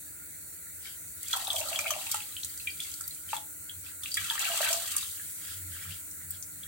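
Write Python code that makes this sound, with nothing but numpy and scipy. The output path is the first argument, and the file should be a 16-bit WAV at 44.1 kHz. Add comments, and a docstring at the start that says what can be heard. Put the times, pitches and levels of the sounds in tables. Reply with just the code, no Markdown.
"""Water poured into gravy

Water is poured twice from a cup into a pot of thick gravy on a hissing gas stove, close by.
The stream is filtered noise and clicks for spray, plus swarms of damped sines for bubbles, deepest as it digs in.
Single rings plop during and between the pours, and splats and snaps are noise ticks and very short high cycles.
A spoon squelches in wet grains and tiny pops, mostly after the pours; the pot booms softly on two low drones."""
import sys
import numpy as np
from scipy import signal
from scipy.fft import rfft, irfft
from scipy.io import wavfile
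from scipy.ndimage import uniform_filter1d

SR = 44100
rng = np.random.default_rng(int(sys.argv[2]) if len(sys.argv) > 2 else 0)


def persist_wave(psi):
    """Save psi, clipped to +-1, as 16-bit WAV."""
    counts = np.round(np.clip(psi, -1, 1) * 32767).astype(np.int16)
    wavfile.write(sys.argv[1], SR, np.atleast_2d(counts).T)


N = 294411
TIME_S = np.arange(N) / SR
FREQS_HZ = np.fft.rfftfreq(N, 1 / SR)

# Hiss of the burner and the gravy. Each row: time in seconds, relative level in dB.
HISS_LEVELS = [(0, -41), (1.2, -39.5), (2.4, -38), (3.8, -40), (5.1, -36), (5.35, -36.5), (5.6, -37),
               (6.0, -38.5), (6.67, -40.5)]
# Spectra of hiss, rumble, spray and spoon swish. Each row: frequency in Hz, relative density in dB.
HISS_SPECTRUM = [(590, -58), (1000, -14.5), (1200, -23.5), (1400, 1.5), (1660, -11.5), (2050, -4),
                 (3170, -20), (3950, -8), (4600, -7.5), (5100, -25.5), (5600, -8), (6300, -5.5), (7040, 4),
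                 (8970, 6.5), (9510, -0.5), (10200, 5), (14400, 0), (15800, 7.5)]
RUMBLE_SPECTRUM = [(15, -50), (25, -27), (86, 5.5), (118, -9), (169, -2.5), (216, -17), (298, -8.5),
                   (386, -15), (598, -14.5), (681, -21), (726, -17.5), (1120, -32.5), (1200, -21),
                   (1560, -51), (2640, -120)]
SPRAY_SPECTRUM = [(900, -38), (1400, -59), (3000, 9), (4400, 11.5), (5500, 7), (6200, 9.5), (7000, 13),
                  (8300, 17), (9800, 10), (12500, 10), (15500, 9.5)]
SWISH_SPECTRUM = [(900, -9.5), (1250, -2), (1500, 5), (1950, -4), (2400, -5), (2900, 9.5), (3400, 8),
                  (4300, 8.5), (5300, 7.5), (8000, -14)]
# Spoon strokes. Each row: middle in seconds, half length in seconds, wet swish in dB, popping bubbles in dB.
STIRS = [(.88, 0.047, -51, -60.5), (3.875, 0.036, -53.5, -59), (5.49, 0.088, -50.5, -58),
         (5.76, 0.051, -52.5, -55.5), (5.84, 0.041, -59, -54), (5.92, 0.072, -53, -59),
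         (6.2, 0.072, -86, -67), (6.34, 0.032, -56, -72), (6.65, 0.081, -68, -61)]
# Loud single air pockets. Each row: start in seconds, relative peak in dB, settled pitch in Hz,
# ring length (60 dB decay) in cycles, starting pitch as a ratio.
BUBBLES = [(0.856, -36.5, 2070, 41, 1.17), (1.239, -44, 2100, 66, 0.93), (1.263, -37, 3360, 35, 1),
           (1.33, -18.5, 3300, 64, 1.02), (1.331, -15, 3930, 35, 1.06), (1.336, -20, 1400, 14.5, 0.89),
           (1.336, -34, 920, 30, 1.2), (1.352, -30, 1150, 25, 0.87), (1.365, -30.5, 780, 19, 1.1),
           (1.412, -31, 3520, 30, 1.2), (1.471, -18, 3950, 32, 0.89), (1.478, -29.5, 770, 20, 0.97),
           (1.503, -15, 3400, 41, 0.99), (1.541, -33, 638, 33, 1.17), (1.564, -20, 3370, 38, 0.9),
           (1.613, -23.5, 2790, 34, 0.91), (1.613, -39, 643, 49, 1.04), (1.685, -24, 4570, 78, 0.86),
           (1.715, -36.5, 632, 43, 1.17), (1.729, -23.5, 2600, 35, 1.1), (1.75, -33, 2750, 35, 1.1),
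           (1.759, -17, 3230, 35, 0.99), (1.79, -22, 2380, 66, 0.99), (1.79, -26, 1380, 17, 0.81),
           (1.843, -28, 2600, 43, 0.93), (1.855, -28.5, 1490, 20, 0.9), (1.862, -23.5, 2080, 42, 1.2),
           (1.867, -22.5, 2500, 60, 0.95), (1.879, -25, 2740, 44, 1.2), (1.905, -25, 1200, 19, 1),
           (1.907, -16.5, 3010, 25, 1.04), (1.914, -35.5, 619, 53, 1.2), (1.937, -21, 3040, 26, 0.77),
           (1.963, -35.5, 705, 28, 1.13), (2.014, -27, 2960, 30, 0.86), (2.068, -23.5, 2690, 26, 0.92),
           (2.1429, -28.5, 833, 30, 1.09), (2.145, -19, 2700, 14, 1.02), (2.1433, -27, 1310, 20, 1.07),
           (2.204, -30, 2550, 36, 1.05), (2.269, -40, 4200, 50, 1), (2.323, -37, 3900, 66, 1.02),
           (2.3667, -19.5, 2910, 19.4, 1.06), (2.433, -17.5, 4260, 24, 0.96), (2.496, -41, 4140, 70, 1.2),
           (2.577, -37, 4560, 50, 1.02), (2.597, -37, 4280, 130, 0.96), (2.601, -36, 2610, 48, 0.97),
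           (2.6717, -25, 2335, 160, 1.105), (2.6724, -25.5, 3160, 41, 1.03), (2.703, -34, 4440, 87, 1.03),
           (2.723, -38, 4560, 60, 0.95), (2.797, -36, 2540, 45, 0.9), (2.8026, -21.5, 3480, 49, 0.99),
           (2.826, -38, 3000, 34, 0.99), (2.848, -41, 2050, 47, 1.15), (2.919, -43, 3100, 45, 1.1),
           (2.939, -34, 4480, 84, 0.98), (3.007, -39.5, 1363, 55, 1.07), (3.039, -35, 4340, 64, 1.1),
           (3.109, -34.5, 4120, 100, 1.01), (3.289, -36, 3000, 57, 1.06), (3.304, -37, 3000, 45, 0.76),
           (3.331, -20, 815, 23, 1.24), (3.3305, -23, 2670, 22, 0.97), (3.332, -30, 1640, 12, 1.16),
           (3.341, -39, 940, 30, 1), (3.356, -41, 3460, 44, 0.96), (3.366, -28.5, 3400, 45, 1),
           (3.372, -40, 793, 55, 1.33), (3.695, -32, 3340, 72, 0.95), (3.864, -39, 2640, 76, 0.96),
           (4.035, -27, 3620, 65, 0.94), (4.0589, -19.5, 2530, 20, 1.11), (4.117, -24.5, 4430, 71, 1.11),
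           (4.142, -21, 4520, 64, 1.08), (4.171, -24, 1610, 64, 1.42), (4.177, -28, 2194, 83, 1.16),
           (4.172, -23, 3350, 74, 1), (4.227, -41, 1500, 28, 1.3), (4.255, -37, 1380, 49, 1.08),
           (4.3, -12, 3320, 26, 1), (4.309, -28, 1700, 30, 1), (4.306, -37, 900, 64, 1.24),
           (4.354, -26.5, 3445, 51, 0.72), (4.354, -32, 1270, 30, 0.85), (4.375, -44, 1040, 30, 1.2),
           (4.379, -21.5, 1820, 21, 0.95), (4.399, -45.5, 785, 100, 0.94), (4.397, -27, 3320, 40, 0.71),
           (4.407, -25, 2580, 54, 1.15), (4.424, -23.5, 3450, 49, 1), (4.452, -18, 2680, 45, 1.01),
           (4.462, -43.5, 734, 41, 0.87), (4.499, -35.5, 680, 93, 1.08), (4.517, -22.5, 2850, 62, 1),
           (4.541, -31.5, 674, 22, 1.11), (4.568, -22, 4520, 45, 0.98), (4.578, -19, 3600, 30, 0.81),
           (4.605, -24, 630, 20, 1.03), (4.629, -24, 1645, 30, 0.92), (4.672, -20, 2840, 21, 0.85),
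           (4.676, -26, 1500, 42, 1.05), (4.705, -32, 645, 44, 1.07), (4.728, -19.5, 5040, 68, 1.08),
           (4.73, -26.5, 2880, 73, 0.99), (4.742, -30, 680, 20, 0.98), (4.788, -50, 700, 40, 1),
           (4.825, -49.5, 700, 36, 0.51), (4.855, -51, 710, 32, 0.75), (4.979, -26, 4360, 55, 1.14),
           (5.028, -29, 3450, 53, 1.08), (5.133, -42, 3520, 45, 1.1), (5.197, -38, 1670, 45, 1.03),
           (5.491, -55.5, 1560, 43, 1.4), (5.749, -49, 1485, 38, 1.3), (5.834, -48, 1630, 50, 1.1),
           (5.908, -35, 2960, 45, 0.86), (5.922, -35, 3100, 42, 1.03), (6.633, -35.5, 3230, 70, 1.11)]
# Flow from the cup, one curve a pour; the first thins to a trickle and ends in a last slop.
# Each row: time in seconds, flow in dB re full flow.
POURS = [
    [(1.2, -33), (1.33, -3.5), (1.44, -13), (1.6, -6.5), (1.9, -11.5), (2.16, -8.5), (2.28, -27.5),
     (2.76, -30), (2.84, -14), (2.98, -31), (3.24, -41), (3.34, -6), (3.46, -61)],
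    [(4.02, -23), (4.13, -18), (4.19, -6.5), (4.26, -6.5), (4.38, -3), (4.74, 1.5), (4.84, -6), (5.04, -10),
     (5.14, -21.5), (5.33, -36)],
]
# Middle-sized bubbles. Each entry: level in dB at full flow, one a pour.
BURBLE_LEVELS = [-53.5, -50]
# The stream digs under the surface. Each row: start in seconds, end in seconds, level in dB at full flow,
# first pitch in Hz.
PLUNGES = [(1.33, 1.961, -41, 840), (4.211, 4.737, -50, 1500)]
# Drops smacking spoon and surface. Each row: start in seconds, relative level in dB, brightest frequency in Hz.
SPLATS = [(1.23, -19, 10900), (1.282, -20, 7960), (1.331, -18, 6000), (1.37, -16, 12500),
          (1.477, -18.5, 10900), (1.53, -16.5, 8240), (1.56, -14.5, 9100), (1.603, -15.5, 8350),
          (1.688, -25, 8000), (1.789, -13, 6300), (1.906, -11.5, 6100), (1.909, -15, 13000),
          (2.114, -11, 6700), (2.115, -15, 13800), (2.144, -14, 8200), (2.157, -18.5, 8200),
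          (2.435, -22, 6040), (2.447, -17.5, 7640), (2.575, -24, 8050), (2.803, -22, 8400),
          (2.915, -25, 7300), (2.939, -22.5, 7500), (3.009, -18, 8100), (3.078, -16, 12800),
          (3.146, -25, 8440), (3.365, -22, 8050), (4.035, -19.5, 9100), (4.142, -12, 8400),
          (4.169, -18, 8200), (4.393, -13, 7400), (4.574, -13, 7500), (4.729, -8.5, 7050),
          (4.964, -10, 8900), (4.981, -15, 8400), (6.111, -25, 8200), (6.307, -25, 14600),
          (6.4248, -22, 7100)]
# Tiny bubbles bursting. Each row: middle in seconds, peak in dB, pitch in Hz, half length in seconds.
SNAPS = [(1.573, -24, 7940, 0.00024), (2.447, -23, 8500, .0003), (3.02, -28, 8500, .0003),
         (4.9685, -6.5, 9600, .0001), (6.307, -15.5, 14500, 0.0002), (6.3114, -24, 11000, 0.000092),
         (6.3125, -24.5, 8100, 0.00037)]
# The spoon rubs the pot. Each row: middle in seconds, half length in seconds,
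# lower resonance in relative dB, upper resonance in relative dB.
BOOM = [(1.6, 0.063, -53.5, -68), (3.77, 0.068, -54, -75), (4.23, 0.032, -48.5, -61), (5.5, 0.04, -54, -70),
        (5.67, 0.12, -45.5, -72), (5.9, 0.054, -46.5, -51), (6.29, 0.1, -54, -60.5),
        (6.62, 0.17, -59.5, -62)]
# Air modes of the pot. Each row: frequency in Hz, 60 dB decay in seconds, relative level in dB.
POT_MODES = [(530, 0.28, -19), (632, 0.32, -6), (680, 0.21, 5.5), (766, 0.36, 4.5), (851, 0.25, 0.5),
             (1150, 0.2, -8), (1450, 0.28, -13), (1603, 0.095, 1), (2335, 0.3, 6.5), (2714, 0.52, -8),
             (2803, 0.11, 5), (2980, 0.18, -18), (3100, 0.22, -33), (3445, 0.25, 1.5)]
# Tail of the kitchen. Each row: frequency in Hz, 60 dB decay in seconds.
KITCHEN_DECAY = [(300, 0.28), (1000, 0.19), (4000, 0.18), (14000, 0.017)]
# Likeness of left and right. Each row: frequency in Hz, likeness from 0 to 1.
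LIKENESS = [(60, .99), (130, .96), (290, .7), (640, .45), (1400, .1), (3000, 0)]
# Balance of the microphones. Each row: frequency in Hz, left minus right in dB.
BALANCE = [(110, 0), (200, 0), (350, -6), (700, 2), (1300, -1), (2400, 0), (4400, 2.5), (6000, 5),
           (8300, -4), (11000, 0), (14500, 4)]

# dB that each layer moves for one dB of flow
PATTER_FOLLOW, SPRAY_FOLLOW, BURBLE_FOLLOW, GURGLE_FOLLOW = 0.49, 0.65, 0.87, 1
# the cavity opens, sinks towards its deepest pitch, then climbs as it closes
OPEN_S, DEEPEN_S, DEEPEST_HZ = 0.016, 0.1166, 564.5
CLOSE_DB_PER_S, CLIMB_HZ, CLIMB_S = 62, 324, 0.1
SETTLE_S = 0.0025  # a new bubble settles from its starting pitch
EDGE_HZ = 16000


def amp(db):
    """Decibels to gain."""
    return 10 ** (np.asarray(db) / 20)


def unit(x):
    """Scales to rms 1."""
    return x / np.sqrt(np.mean(x ** 2) + 1e-20)


def read(points, hz):
    """Reads a curve on a log-frequency axis."""
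    f, value = np.transpose(points)
    return np.interp(np.log(hz + 1), np.log(f + 1), value)


def level(curves, follow=1):
    """Gain over time from dB curves, silent outside them; follow is dB moved per dB of curve."""
    total = 0
    for s, db in map(np.transpose, curves):
        inside = (TIME_S >= s[0]) * (TIME_S <= s[-1])
        total = total + amp(follow * np.interp(TIME_S, s, db)) * inside
    return total


def swells(rows, axis=2):
    """Gain over time of bell-shaped strokes, from one dB column."""
    return sum(amp(row[axis]) * np.exp(-((TIME_S - row[0]) / row[1]) ** 2) for row in rows)


def colour(x, gain):
    """Filters by a gain for each frequency."""
    return irfft(rfft(x) * gain, N)


def add(mix, s, sound):
    """Mixes a sound in at time s."""
    part = mix[..., max(round(s * SR), 0):][..., :sound.shape[-1]]
    part += sound[..., :part.shape[-1]]


def noise(gain):
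    """Stereo noise of rms 1, alike on both sides in the bass."""
    a, b = rfft(rng.standard_normal((2, N)))
    same = np.clip(read(LIKENESS, FREQS_HZ), 0, 1)
    right = same * a + np.sqrt(1 - same ** 2) * b
    return unit(irfft(np.array([a, right]) * gain, N))


def band(hz, width_hz):
    """Gain of a resonance, half at the edges of its width."""
    return 1 / (1 + (2 * (FREQS_HZ - hz) / width_hz) ** 2)


def drone(hz, width_hz):
    """A wavering tone of rms 1: narrow noise with its swing evened out."""
    tone = signal.hilbert(noise(band(hz, width_hz)))
    return unit(tone.real / np.sqrt(abs(tone) ** 2 + 0.45))


def flicker(depth_db, rate_hz):
    """A random gain of rms 1, varying up to about rate_hz."""
    drift = unit(colour(rng.standard_normal(N), np.exp(-(FREQS_HZ / rate_hz) ** 2)))
    return unit(amp(depth_db * drift))


def waver(x, depth_db, below_hz=6500):
    """A loose random unevenness of level given to a sound below below_hz."""
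    hz, _, z = signal.stft(x, SR, nperseg=1024)
    uneven = uniform_filter1d(rng.standard_normal(z.shape[1:]), size=13, axis=0)
    uneven = unit(uniform_filter1d(uneven, size=6, axis=1))
    z = z * amp(depth_db * uneven * (hz < below_hz)[:, None])
    return signal.istft(z, SR, nperseg=1024)[1][:, :N]


def crackle(per_s, spread_db):
    """Sparse clicks of uneven size, each through one of eight short random stereo paths."""
    size = amp(spread_db * np.minimum(rng.exponential(1, N), 4))
    clicks = size * (rng.random(N) < per_s / SR)
    t = np.arange(200) / SR
    paths = rng.standard_normal((8, 2, len(t))) * np.exp(-t / 0.001)
    place = rng.integers(0, len(paths), N)
    out = np.zeros((2, N))
    for k, path in enumerate(paths):
        out += signal.oaconvolve((clicks * (place == k))[None], unit(path), axes=1)[:, :N]
    return unit(out)


def bubble(hz, t60_s, skew, pinch_share=0, start_ratio=1, rise=0.024, pinch_cycles=4, build_s=0.00056):
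    """A brief swing as the neck pinches off, then a damped ring that climbs as the bubble nears the surface."""
    t = np.arange(int(max(t60_s, .006) * SR)) / SR
    settling = (start_ratio - 1) * SETTLE_S * (1 - np.exp(-t / SETTLE_S))
    turns = hz * (t * (1 + rise * t / t60_s) + settling)
    lag = np.array([[.5], [-.5]]) * skew * min(hz / 7000, .5)  # skew is its place between the sides
    pinch = pinch_share * np.exp(-hz * t / pinch_cycles)
    ring = (1 - pinch_share) * amp(-60 * t / t60_s)
    return np.sin(2 * np.pi * (turns + lag)) * (pinch + ring) * (1 - np.exp(-t / build_s))


def wobble(ring, hz, swing_db=1.5, sway_cycles=0.051, period_cycles=7):
    """A bubble quivers, so its ring is uneven in level and pitch."""
    n = np.arange(ring.shape[1])
    rate, phase = rng.random((2, 3, 1))
    turns = (.5 + rate) * hz / period_cycles * n / SR + phase
    quiver = np.sin(2 * np.pi * turns).sum(0) / np.sqrt(3)
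    warped_n = n + sway_cycles * SR / hz * quiver
    return np.array([np.interp(warped_n, n, side) for side in ring]) * amp(swing_db * quiver)


def swarm(per_s, low_hz, high_hz, cycles, spread_db, crowding, bend=0.3):
    """Steady chance bubbles of rms 1; crowding above 1 favours deep ones, below 1 high ones."""
    out, low_hz = np.zeros((2, N)), low_hz * np.ones(N)
    chances = rng.random((int(per_s * N / SR) - 1, 6))
    for k, (when, pitch, size, damping, skew, neck) in enumerate(chances):
        s = (k + when) / per_s
        low = low_hz[int(s * SR)]
        hz = low * (high_hz / low) ** (pitch ** crowding)
        t60_s = cycles / hz * (.5 + damping)
        ring = bubble(hz, t60_s, 2 * skew - 1, start_ratio=1 + bend * (neck - 1 / 3))
        add(out, s, amp(spread_db * size ** 2) * ring)
    return unit(out)


def stove(rumble_db=-60, hum_db=-70, whistle_db=-60):
    """The gas jet hisses with a faint whistle over a low rumble and a hum."""
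    jet = noise(amp(read(HISS_SPECTRUM, FREQS_HZ)) * (FREQS_HZ > 900))
    jet = waver(jet, depth_db=2.4) * flicker(depth_db=.35, rate_hz=30)
    hiss = jet * level([HISS_LEVELS])
    whistle = amp(whistle_db) * noise(band(hz=8420, width_hz=66))
    rumble = amp(rumble_db) * noise(amp(read(RUMBLE_SPECTRUM, FREQS_HZ)) * (FREQS_HZ < 1300))
    hum = amp(hum_db) * drone(hz=297.8, width_hz=3.8)
    return hiss + whistle + rumble + hum


def simmer(pops_db=-70):
    """Tiny bubbles burst all the while in the hot gravy."""
    pops = swarm(per_s=70, low_hz=1400, high_hz=2250, cycles=50, spread_db=8, crowding=1)
    return amp(pops_db) * pops * flicker(depth_db=1.5, rate_hz=16)


def spoon():
    """Thick gravy squelches round the spoon in fine wet grains and clumps of tiny popping bubbles."""
    grains = unit(colour(crackle(per_s=1100, spread_db=1.5), amp(read(SWISH_SPECTRUM, FREQS_HZ))))
    swish = grains * flicker(depth_db=2, rate_hz=40)
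    pops = swarm(per_s=260, low_hz=1380, high_hz=4200, cycles=36, spread_db=7, crowding=1.7)
    return swish * swells(STIRS) + pops * swells(STIRS, axis=3)


def plops(gain_db=1.5, satellite_db=-8, satellite_ratio=1.397, satellite_cycles=22):
    """Loud single bubbles; each sheds a smaller, short-lived one as it pinches off."""
    out = np.zeros((2, N))
    skews = 2 * rng.random(len(BUBBLES)) - 1
    for (s, db, hz, cycles, start_ratio), skew in zip(BUBBLES, skews):
        ring = bubble(hz, cycles / hz, skew, pinch_share=0.09, start_ratio=start_ratio)
        add(out, s, amp(db + gain_db) * wobble(ring, hz))
        small_hz = hz * satellite_ratio
        satellite = bubble(small_hz, satellite_cycles / small_hz, -skew, pinch_share=0.18)
        add(out, s, amp(db + satellite_db) * satellite)
    return out


def spray(spray_db=-33.5, sheet_share=0.97):
    """The falling water throws drops (clicks) and a sheet of spray (noise)."""
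    drops = crackle(per_s=800, spread_db=-1) + sheet_share * noise(1)
    bright = unit(colour(drops, amp(read(SPRAY_SPECTRUM, FREQS_HZ)) * (FREQS_HZ > 600)))
    return amp(spray_db) * bright * flicker(depth_db=2.8, rate_hz=55) * level(POURS, SPRAY_FOLLOW)


def patter(patter_db=-51):
    """Stray drops ring small bubbles even in a trickle, as they follow the flow least."""
    rings = swarm(per_s=110, low_hz=2000, high_hz=5000, cycles=45, spread_db=13, crowding=.7)
    return amp(patter_db) * rings * level(POURS, PATTER_FOLLOW)


def churn(fizz_db=-45, froth_db=-45):
    """Air driven under rings as small fizz, dense froth and middle-sized burble, flickering together."""
    fizz = swarm(per_s=260, low_hz=2500, high_hz=4700, cycles=50, spread_db=11, crowding=1.4)
    froth = swarm(per_s=500, low_hz=1100, high_hz=4200, cycles=30, spread_db=11, crowding=.8)
    burble = swarm(per_s=250, low_hz=1300, high_hz=2700, cycles=45, spread_db=12, crowding=.8)
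    fine = (amp(fizz_db) * fizz + amp(froth_db) * froth) * level(POURS)
    burbling = sum(amp(db) * level([pour], BURBLE_FOLLOW) for db, pour in zip(BURBLE_LEVELS, POURS))
    return (fine + burble * burbling) * flicker(depth_db=3.5, rate_hz=8.1)


def plunge():
    """A cavity deepens under the stream, then closes: gain of the gurgle, pitch of its largest bubbles."""
    gain, deepest_hz = np.zeros(N), np.full(N, float(DEEPEST_HZ))
    for start_s, end_s, db, first_hz in PLUNGES:
        age_s = np.maximum(TIME_S - start_s, 0)
        closing_s = np.maximum(TIME_S - end_s, 0)
        gain += amp(db - CLOSE_DB_PER_S * closing_s) * np.minimum(age_s / OPEN_S, 1)
        climb_hz = CLIMB_HZ * (1 - np.exp(-closing_s / CLIMB_S))
        sink_hz = (first_hz - DEEPEST_HZ) * np.exp(-age_s / DEEPEN_S)
        deepest_hz = np.where(TIME_S >= start_s, DEEPEST_HZ + climb_hz + sink_hz, deepest_hz)
    return gain, deepest_hz


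def gurgle():
    """Large bubbles leave the cavity, their lowest pitch following its depth."""
    digging, deepest_hz = plunge()
    rings = swarm(per_s=130, low_hz=deepest_hz, high_hz=1500, cycles=32, spread_db=7, crowding=1.4)
    return rings * digging * level(POURS, GURGLE_FOLLOW)


def stream():
    """The poured water: thrown drops above the surface, churned air below it."""
    return spray() + patter() + churn() + gurgle()


def splats(gain_db=-6, width_hz=2600, broad_db=-9, scatter_s=0.0025, rise_s=0.00065, lowest_hz=4500):
    """Each drop breaks into a brief cluster of bright ticks."""
    out, t = np.zeros((2, N)), (np.arange(1024) - 64) / SR
    f = np.fft.rfftfreq(len(t), 1 / SR)
    fade = np.exp(-abs(t) / scatter_s) * (1 - np.exp(-np.maximum(t, 0) / rise_s))
    highpass = f ** 4 / (f ** 4 + lowest_hz ** 4)
    for s, db, bright_hz in SPLATS:
        peak = 1 / (1 + (2 * (f - bright_hz) / width_hz) ** 2)
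        uneven = (1.2 + rng.exponential(1, 64)).repeat(16)
        ticks = rng.standard_normal((2, len(t))) * fade * uneven
        splat = unit(irfft(rfft(ticks) * (amp(broad_db) + peak) * highpass))
        add(out, s + t[0], amp(db + gain_db) * splat * np.sqrt(np.mean(fade ** 2)))
    return out


def boom(lower_db=-1, upper_db=-2):
    """Two low resonances of the pot on its stand, rubbed by the spoon."""
    lower = amp(lower_db) * drone(hz=90.6, width_hz=11.4) * swells(BOOM)
    upper = amp(upper_db) * drone(hz=164.3, width_hz=32) * swells(BOOM, axis=3)
    return lower + upper


def snaps():
    """A bursting film gives only a few very high cycles."""
    out, t = np.zeros((2, N)), np.arange(-128, 128) / SR
    for s, db, hz, half_s in SNAPS:
        turns = hz * t + rng.random((2, 1)) / 2
        add(out, s + t[0], amp(db) * np.sin(2 * np.pi * turns) * np.exp(-(t / half_s) ** 2))
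    return out


def pot(x, ring_db=-2, wall_db=-7):
    """The pot's walls throw the treble back within milliseconds and the air in it rings."""
    t = np.arange(SR // 5) / SR
    hz, t60_s, db = np.transpose(POT_MODES)[:, :, None]
    spread = 2 * rng.random((2, len(POT_MODES), 1)) - 1
    phase = spread * np.minimum(hz / 2200, np.pi) - np.pi / 3  # sides differ more at higher modes
    decay = amp(db - 60 * t / t60_s) * 2 * np.log(1000) / (t60_s * SR)
    modes = (decay * np.cos(2 * np.pi * hz * t + phase)).sum(1)
    walls = rng.standard_normal((2, len(t))) * np.exp(-t / .006) * (t > .0007)
    walls = signal.sosfilt(signal.butter(2, 1100, "highpass", fs=SR, output="sos"), walls)
    response = amp(ring_db) * modes + amp(wall_db) * walls / np.linalg.norm(walls[0])
    return x + signal.oaconvolve(x, response, axes=1)[:, :N]


def kitchen(x, wet_db=-7):
    """A short diffuse tail from tiles and worktop: noise decaying at a rate for each frequency."""
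    hz, t, z = signal.stft(rng.standard_normal((2, SR // 2)), SR, nperseg=256)
    fade = amp(-60 * t / read(KITCHEN_DECAY, hz)[:, None]) * np.minimum(t / 0.0022, 1)
    tail = signal.istft(z * fade, SR, nperseg=256)[1]
    return x + amp(wet_db) * signal.oaconvolve(x, tail / np.linalg.norm(tail[0]), axes=1)[:, :N]


def scene(lowest_hz=490):
    """Liquid sounds pass through pot and kitchen; boom and stove are added directly."""
    liquid = simmer() + spoon() + plops() + stream() + splats() + snaps()
    # little escapes below the pot's lowest air mode
    liquid = signal.sosfilt(signal.butter(6, lowest_hz, "highpass", fs=SR, output="sos"), liquid)
    return kitchen(pot(liquid)) + boom() + stove()


def record(dry):
    """The two microphones differ in colour; then the band limit."""
    heard = colour(dry, amp(np.array([[.5], [-.5]]) * read(BALANCE, FREQS_HZ)))
    lowpass = signal.firwin(511, EDGE_HZ, window=("kaiser", 9), fs=SR)
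    return signal.oaconvolve(heard, lowpass[None], "same")


dry = scene()
out = record(dry)
persist_wave(out)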